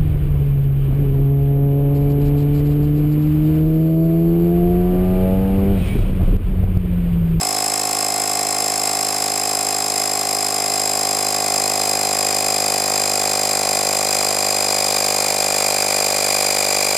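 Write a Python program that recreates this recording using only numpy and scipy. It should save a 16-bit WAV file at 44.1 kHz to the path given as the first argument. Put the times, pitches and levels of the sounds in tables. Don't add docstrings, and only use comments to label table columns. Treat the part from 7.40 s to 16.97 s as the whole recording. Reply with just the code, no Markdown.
import sys
import numpy as np
from scipy import signal
from scipy.fft import rfft, irfft, next_fast_len
from scipy.io import wavfile
from scipy.ndimage import uniform_filter1d

SR = 44100
rng = np.random.default_rng(int(sys.argv[2]) if len(sys.argv) > 2 else 0)


def dump_mix(stems):
    frames = np.atleast_2d(stems).T
    limited = np.clip(frames, -1, 1)
    pcm = np.round(limited * 32767).astype(np.int16)
    wavfile.write(sys.argv[1], SR, pcm)


N = 422037
TIME = np.arange(N) / SR
SIDES = np.array([[1], [-1]])

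# time in seconds, speed in turns per second.
CRANK_SPEED = [(0.0, 52.233), (2.78, 51.364), (4.23, 51.016), (5.77, 50.489), (6.95, 50.29), (8.29, 49.952),
               (9.57, 49.778)]
PINION_TEETH, WHEEL_TEETH = 11, 49
START_TURN = .2
# time in seconds, pressure from 0 (soft) to 1 (hard).
BACK_PRESSURE = [(0, .11), (2.8, .15), (4.6, .48), (9.57, 1)]
# angle in turns, dB at a soft tyre, dB at a hard tyre.
TOOTH_FORCE = [(0, 3.5, 1), (.08, -1, 4), (.17, -21, -3.5), (.3, -6, -2), (.58, -15, -30), (.7, -14, -10),
               (.79, 0.5, -4.5), (.9, 2.5, 5)]
# relative level in dB at a soft tyre, the same at a hard tyre,
# lag behind the load in turns at a soft tyre, the same at a hard tyre, growth in dB per dB of load,
# left-right difference in dB, lead of the left side in radians.
WHINE_HARMONICS = [(-17, -6, -0.031, 0.077, 2, 5.5, 0.6), (1.5, 0.4, -0.034, -0.027, 1.4, 2, 0.2),
                   (1.9, -2, 0.055, -0.061, 1.66, -2, 0.16), (-7, -12.5, -0.061, -.012, 1.4, 4, 0.63),
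                   (-12, -12, -0.022, -0.024, 1.5, -4, 0.64), (-31, -27, -.012, -.012, 1.02, -1.5, .75)]
# frequency in Hz, relative density in dB per Hz.
RATTLE_SPECTRUM = [(60, -45), (500, -20), (1150, -10), (1650, -7.5), (2300, 5.5), (2900, -12.5), (4600, -4),
                   (5800, -4), (6600, -1.5), (8300, -0.5), (10200, 2), (11700, -3.5), (13000, 2.5),
                   (15800, -28)]
# centre in Hz, width in Hz, rise (or fall) in dB.
HOUSING_PEAKS = [(5030, 350, -11), (7440, 190, 13), (8860, 450, 11), (12600, 550, -7)]
# dB at a soft tyre, dB at a hard tyre.
GEAR_GAIN_DB = (-22, -20.5)
GEAR_PAN_DB, GEAR_PAN_DB_PER_S = -1.2, 0.25
OPENING_TURN = (.11, .145)
# time in seconds, level in dB.
POP_LEVEL = [(0, -26.5), (2.7, -27.5), (4.5, -25.1), (9.57, -24.5)]
# centre in Hz, width in Hz, relative level in dB at a soft tyre, the same at a hard tyre.
CHAMBER_MODES = [(88, 41, -39.5, -41.5), (192, 37, -38.5, -42.5), (292.5, 74, -38.5, -45.5),
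                 (404.8, 15.8, -31.5, -43), (567.5, 132, -39, -29.5), (741, 91, -27.5, -30),
                 (1038, 52, -33.5, -39)]
# multiple of the motor speed, level in dB at zero back pressure.
ROTOR_HUM = [(1, -59.5), (2, -47), (3, -36.5), (4, -52.5), (5, -48), (6, -49), (9, -45.5)]
# frequency in Hz, relative density in dB per Hz.
AIR_SPECTRUM = [(30, -42), (100, -31), (220, -23), (380, -13.5), (480, -3.5), (750, -0.5), (940, -3.5),
                (1120, -4.5), (1650, -7.5), (2100, -6), (3000, -10.5), (6500, -5.5), (10000, -9.5),
                (15000, -31)]
# angle in turns, strength in dB.
AIR_FLOW = [(.05, -2.5), (.17, -7.5), (.29, -2), (.4, -8.5), (.6, -7), (.85, -4.5)]
# frequency in Hz, relative density in dB per Hz.
SPIT_SPECTRUM = [(60, -42), (400, -14), (950, -16), (1150, 6), (1700, -0.5), (2200, -2), (2800, -8),
                 (3400, 2.5), (6500, -1), (10000, -2), (15000, -13)]
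# centre in Hz, half the width in Hz of each
# of two resonators in series, level in dB at a soft tyre, the same at a hard tyre.
CAN_MODES = [(1102, 32, -46, -53), (2223, 150, -64, -36.5), (4141, 44, -45, -37), (6690, 97, -43.5, -39.5)]
# frequency in Hz, likeness (held within 0-1 after reading).
MIC_LIKENESS = [(100, -0.2), (700, 2), (1500, 0.7), (4000, 1.3), (6500, 1), (9000, .45), (13000, 0.13)]
# frequency in Hz, left-right difference in dB.
MIC_PAN = [(100, -11), (700, -1.5), (1300, 0), (2400, 2), (3200, -0.5), (6000, -1.5), (8100, 12.5),
           (8800, -1.5), (10300, -0.5), (11300, -5), (12800, -2.5), (15000, -13)]
ROOM_T60_S, ROOM_DB = 0.22, -14
CUTOFF_HZ = 15800


def from_db(db):
    return 10 ** (np.asarray(db) / 20)


def in_time(rows):
    known_s, *columns = np.transpose(rows)
    return [np.interp(TIME, known_s, column) for column in columns]


def round_crank(rows, turn):
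    angle, *columns = np.transpose(rows)
    return [np.interp(turn, angle, column, period=1) for column in columns]


def at_hz(points, hz):
    known_hz, value = np.transpose(points)
    return np.interp(np.log(hz), np.log(known_hz), value)


def between(soft, hard, pressure):
    return soft + (hard - soft) * pressure


def evened(x):
    power = np.mean(np.atleast_2d(x) ** 2, axis=0)
    return x / np.sqrt(uniform_filter1d(power, size=SR // 2) + 1e-20)


def drift(rate):
    hz = np.fft.rfftfreq(N, 1 / SR)
    slow = irfft(rfft(rng.standard_normal(N)) / (1 + (hz / rate) ** 2), N)
    return slow / slow.std()


def resonate(x, hz, width_hz):
    radius = np.exp(-np.pi * abs(width_hz) / SR)
    zeros = np.array([1, 0, -1]) * (1 - radius * radius) / 2
    poles = [1, -2 * radius * np.cos(2 * np.pi * hz / SR), radius * radius]
    return signal.lfilter(zeros, poles, x)


def radiate(pair, spectrum, peaks=()):
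    size = next_fast_len(N + SR // 10)
    hz = np.fft.rfftfreq(size, 1 / SR) + 1
    peaks_db = sum(db / (1 + (2 * (hz - centre) / width) ** 2) for centre, width, db in peaks)
    mid, side = rfft(pair, size) * from_db(at_hz(spectrum, hz) + peaks_db)
    alike = np.clip(at_hz(MIC_LIKENESS, hz), 0, 1)
    both = np.sqrt(1 + alike) * mid + SIDES * np.sqrt(1 - alike) * side
    both = both * from_db(SIDES * at_hz(MIC_PAN, hz) / 2)
    out = irfft(both, size)[:, :N]
    return out / out.std()


def tooth_load(turn, pressure):
    return between(*round_crank(TOOTH_FORCE, turn), pressure)


def gear_whine(turn, mesh, pressure, flutter=0.096, slip_rad=0.033):
    whine = 0
    for k, row in enumerate(WHINE_HARMONICS, 1):
        soft_db, hard_db, soft_lag, hard_lag, grip, pan_db, lead_rad = row
        lag_turn = between(soft_lag, hard_lag, pressure)
        force_db = grip * tooth_load(turn - lag_turn, pressure)
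        force = from_db(force_db) / np.sqrt(np.mean(from_db(2 * force_db)))
        level = from_db(between(soft_db, hard_db, pressure) + SIDES * pan_db / 2)
        gain = level * force * (1 + flutter * drift(280))
        phase = 2 * np.pi * k * (mesh + k / 4) + slip_rad * drift(150) + SIDES * lead_rad / 2
        whine = whine + gain * np.cos(phase)
    return evened(whine)


def gear_rattle(motor, mesh, force, repeating=0.93, tooth_depth=0.62):
    flaws = irfft(np.exp(2j * np.pi * rng.random(size=(2, 72))), n=4096)
    worn = np.array([np.interp(motor % 1, np.linspace(0, 1, len(flaw)), flaw / flaw.std()) for flaw in flaws])
    share = np.clip(repeating, 0, 1)
    grit = np.sqrt(share) * worn + np.sqrt(1 - share) * rng.standard_normal((2, N))
    chopping = 1 + tooth_depth * np.cos(2 * np.pi * mesh)
    return radiate(grit * force * chopping, RATTLE_SPECTRUM, HOUSING_PEAKS)


def clicks_at(turn, opening, jitter_s, uneven_db):
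    passed = turn - opening
    strokes = np.arange(np.ceil(passed[0]), passed[-1])
    chance = rng.standard_normal((len(strokes), 2))
    at = np.interp(strokes, passed, np.arange(N)) + jitter_s * SR * chance[:, 0]
    at = np.clip(at, 0, N - 2)
    size = from_db(uneven_db * chance[:, 1])
    whole, part = at.astype(int), at % 1
    return np.bincount(whole, size * (1 - part), N) + np.bincount(whole + 1, size * part, N)


def valve(turn, angle, pressure, bounce=0.29, bounce_turn=0.1378, seated=0.79, low_hz=85, soft_hz=690):
    pops = clicks_at(turn, angle, jitter_s=.00002, uneven_db=0.22)
    bounces = clicks_at(turn, angle + bounce_turn, jitter_s=.00004, uneven_db=1.5)
    pops = pops + bounce * np.clip(1 - pressure / seated, 0, 1) * bounces
    rung = 0
    for hz, width_hz, soft_db, hard_db in CHAMBER_MODES:
        rung = rung + from_db(between(soft_db, hard_db, pressure)) * resonate(pops, hz, width_hz)
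    softened = signal.sosfilt(signal.butter(2, soft_hz, "low", fs=SR, output="sos"), rung)
    return evened(signal.sosfilt(signal.butter(3, low_hz, "high", fs=SR, output="sos"), softened))


def rotor(motor, waver_db=2.0):
    hum = sum(from_db(db) * np.sin(2 * np.pi * (round(k) * motor + rng.random())) for k, db in ROTOR_HUM)
    return np.sqrt(2) * hum * from_db(waver_db * drift(4.7))


def rushing_air(turn):
    flow = from_db(round_crank(AIR_FLOW, turn)[0])
    return radiate(flow * rng.standard_normal((2, N)), AIR_SPECTRUM)


def spit(turn, angle, delay_turn=.02, fade_turn=0.063, uneven_db=2.5):
    since_turn = (turn - angle - delay_turn) % 1
    jet = np.exp(-since_turn / fade_turn) * from_db(uneven_db * drift(27))
    return radiate(jet * rng.standard_normal((2, N)), SPIT_SPECTRUM)


def brushes(pressure):
    rub = rng.standard_normal(N)
    ringing = 0
    for hz, half_width_hz, soft_db, hard_db in CAN_MODES:
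        ring = resonate(resonate(rub, hz, 2 * half_width_hz), hz, 2 * half_width_hz)
        ringing = ringing + from_db(between(soft_db, hard_db, pressure)) * ring / ring.std()
    return ringing


def room(x):
    t = TIME[:SR // 2]
    tail = rng.standard_normal((2, len(t))) * from_db(-60 * t / ROOM_T60_S)
    tail /= np.sqrt(np.sum(tail ** 2, axis=1, keepdims=True))
    tail = signal.sosfilt(signal.butter(2, 450, "high", fs=SR, output="sos"), tail)
    running = np.hstack([x[:, :len(t) - 1], x])
    return signal.fftconvolve(running, tail, "valid", axes=1)


def scene(whine_db=-1.42, rattle_db=-7, rattle_grip=1.0, stroke_db=0.83,
          sag_soft=0.011, sag_hard=0.023, fastest_soft=0.69, fastest_hard=0.71,
          valve_pan_db=-1.4, rotor_fade_db=-3, air_db=-30, air_rise_db=4.5,
          spit_soft_db=-41, spit_hard_db=-32):
    (speed,), (pressure,), (pop_db,) = in_time(CRANK_SPEED), in_time(BACK_PRESSURE), in_time(POP_LEVEL)
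    turn = START_TURN + np.cumsum(speed) / SR + 0.00077 * drift(3.6)
    fastest_turn = between(fastest_soft, fastest_hard, pressure)
    sag = between(sag_soft, sag_hard, pressure) * np.sin(2 * np.pi * (turn - fastest_turn)) / (2 * np.pi)
    mesh = WHEEL_TEETH * (turn + sag)
    motor = mesh / PINION_TEETH

    whine = from_db(whine_db) * gear_whine(turn, mesh, pressure)
    force = from_db(rattle_grip * tooth_load(turn, pressure))
    rattle = from_db(rattle_db) * gear_rattle(motor, mesh, force)
    gear_pan_db = GEAR_PAN_DB + GEAR_PAN_DB_PER_S * TIME
    gear_db = between(*GEAR_GAIN_DB, pressure) + stroke_db * drift(38) + SIDES * gear_pan_db / 2
    gears = (whine + rattle) * from_db(gear_db)

    angle = between(*OPENING_TURN, pressure)
    pop = from_db(pop_db) * valve(turn, angle, pressure)
    hum = from_db(rotor_fade_db * pressure) * rotor(motor)
    body = (pop + hum) * from_db(SIDES * valve_pan_db / 2)
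    rush = from_db(air_db + air_rise_db * pressure) * rushing_air(turn)
    jets = from_db(between(spit_soft_db, spit_hard_db, pressure)) * spit(turn, angle)
    pump = gears + body + rush + jets + brushes(pressure)
    return pump + from_db(ROOM_DB) * room(pump)


def record(dry):
    return signal.sosfilt(signal.ellip(12, .1, 90, CUTOFF_HZ, fs=SR, output="sos"), dry)


dry = scene()
out = record(dry)
dump_mix(out)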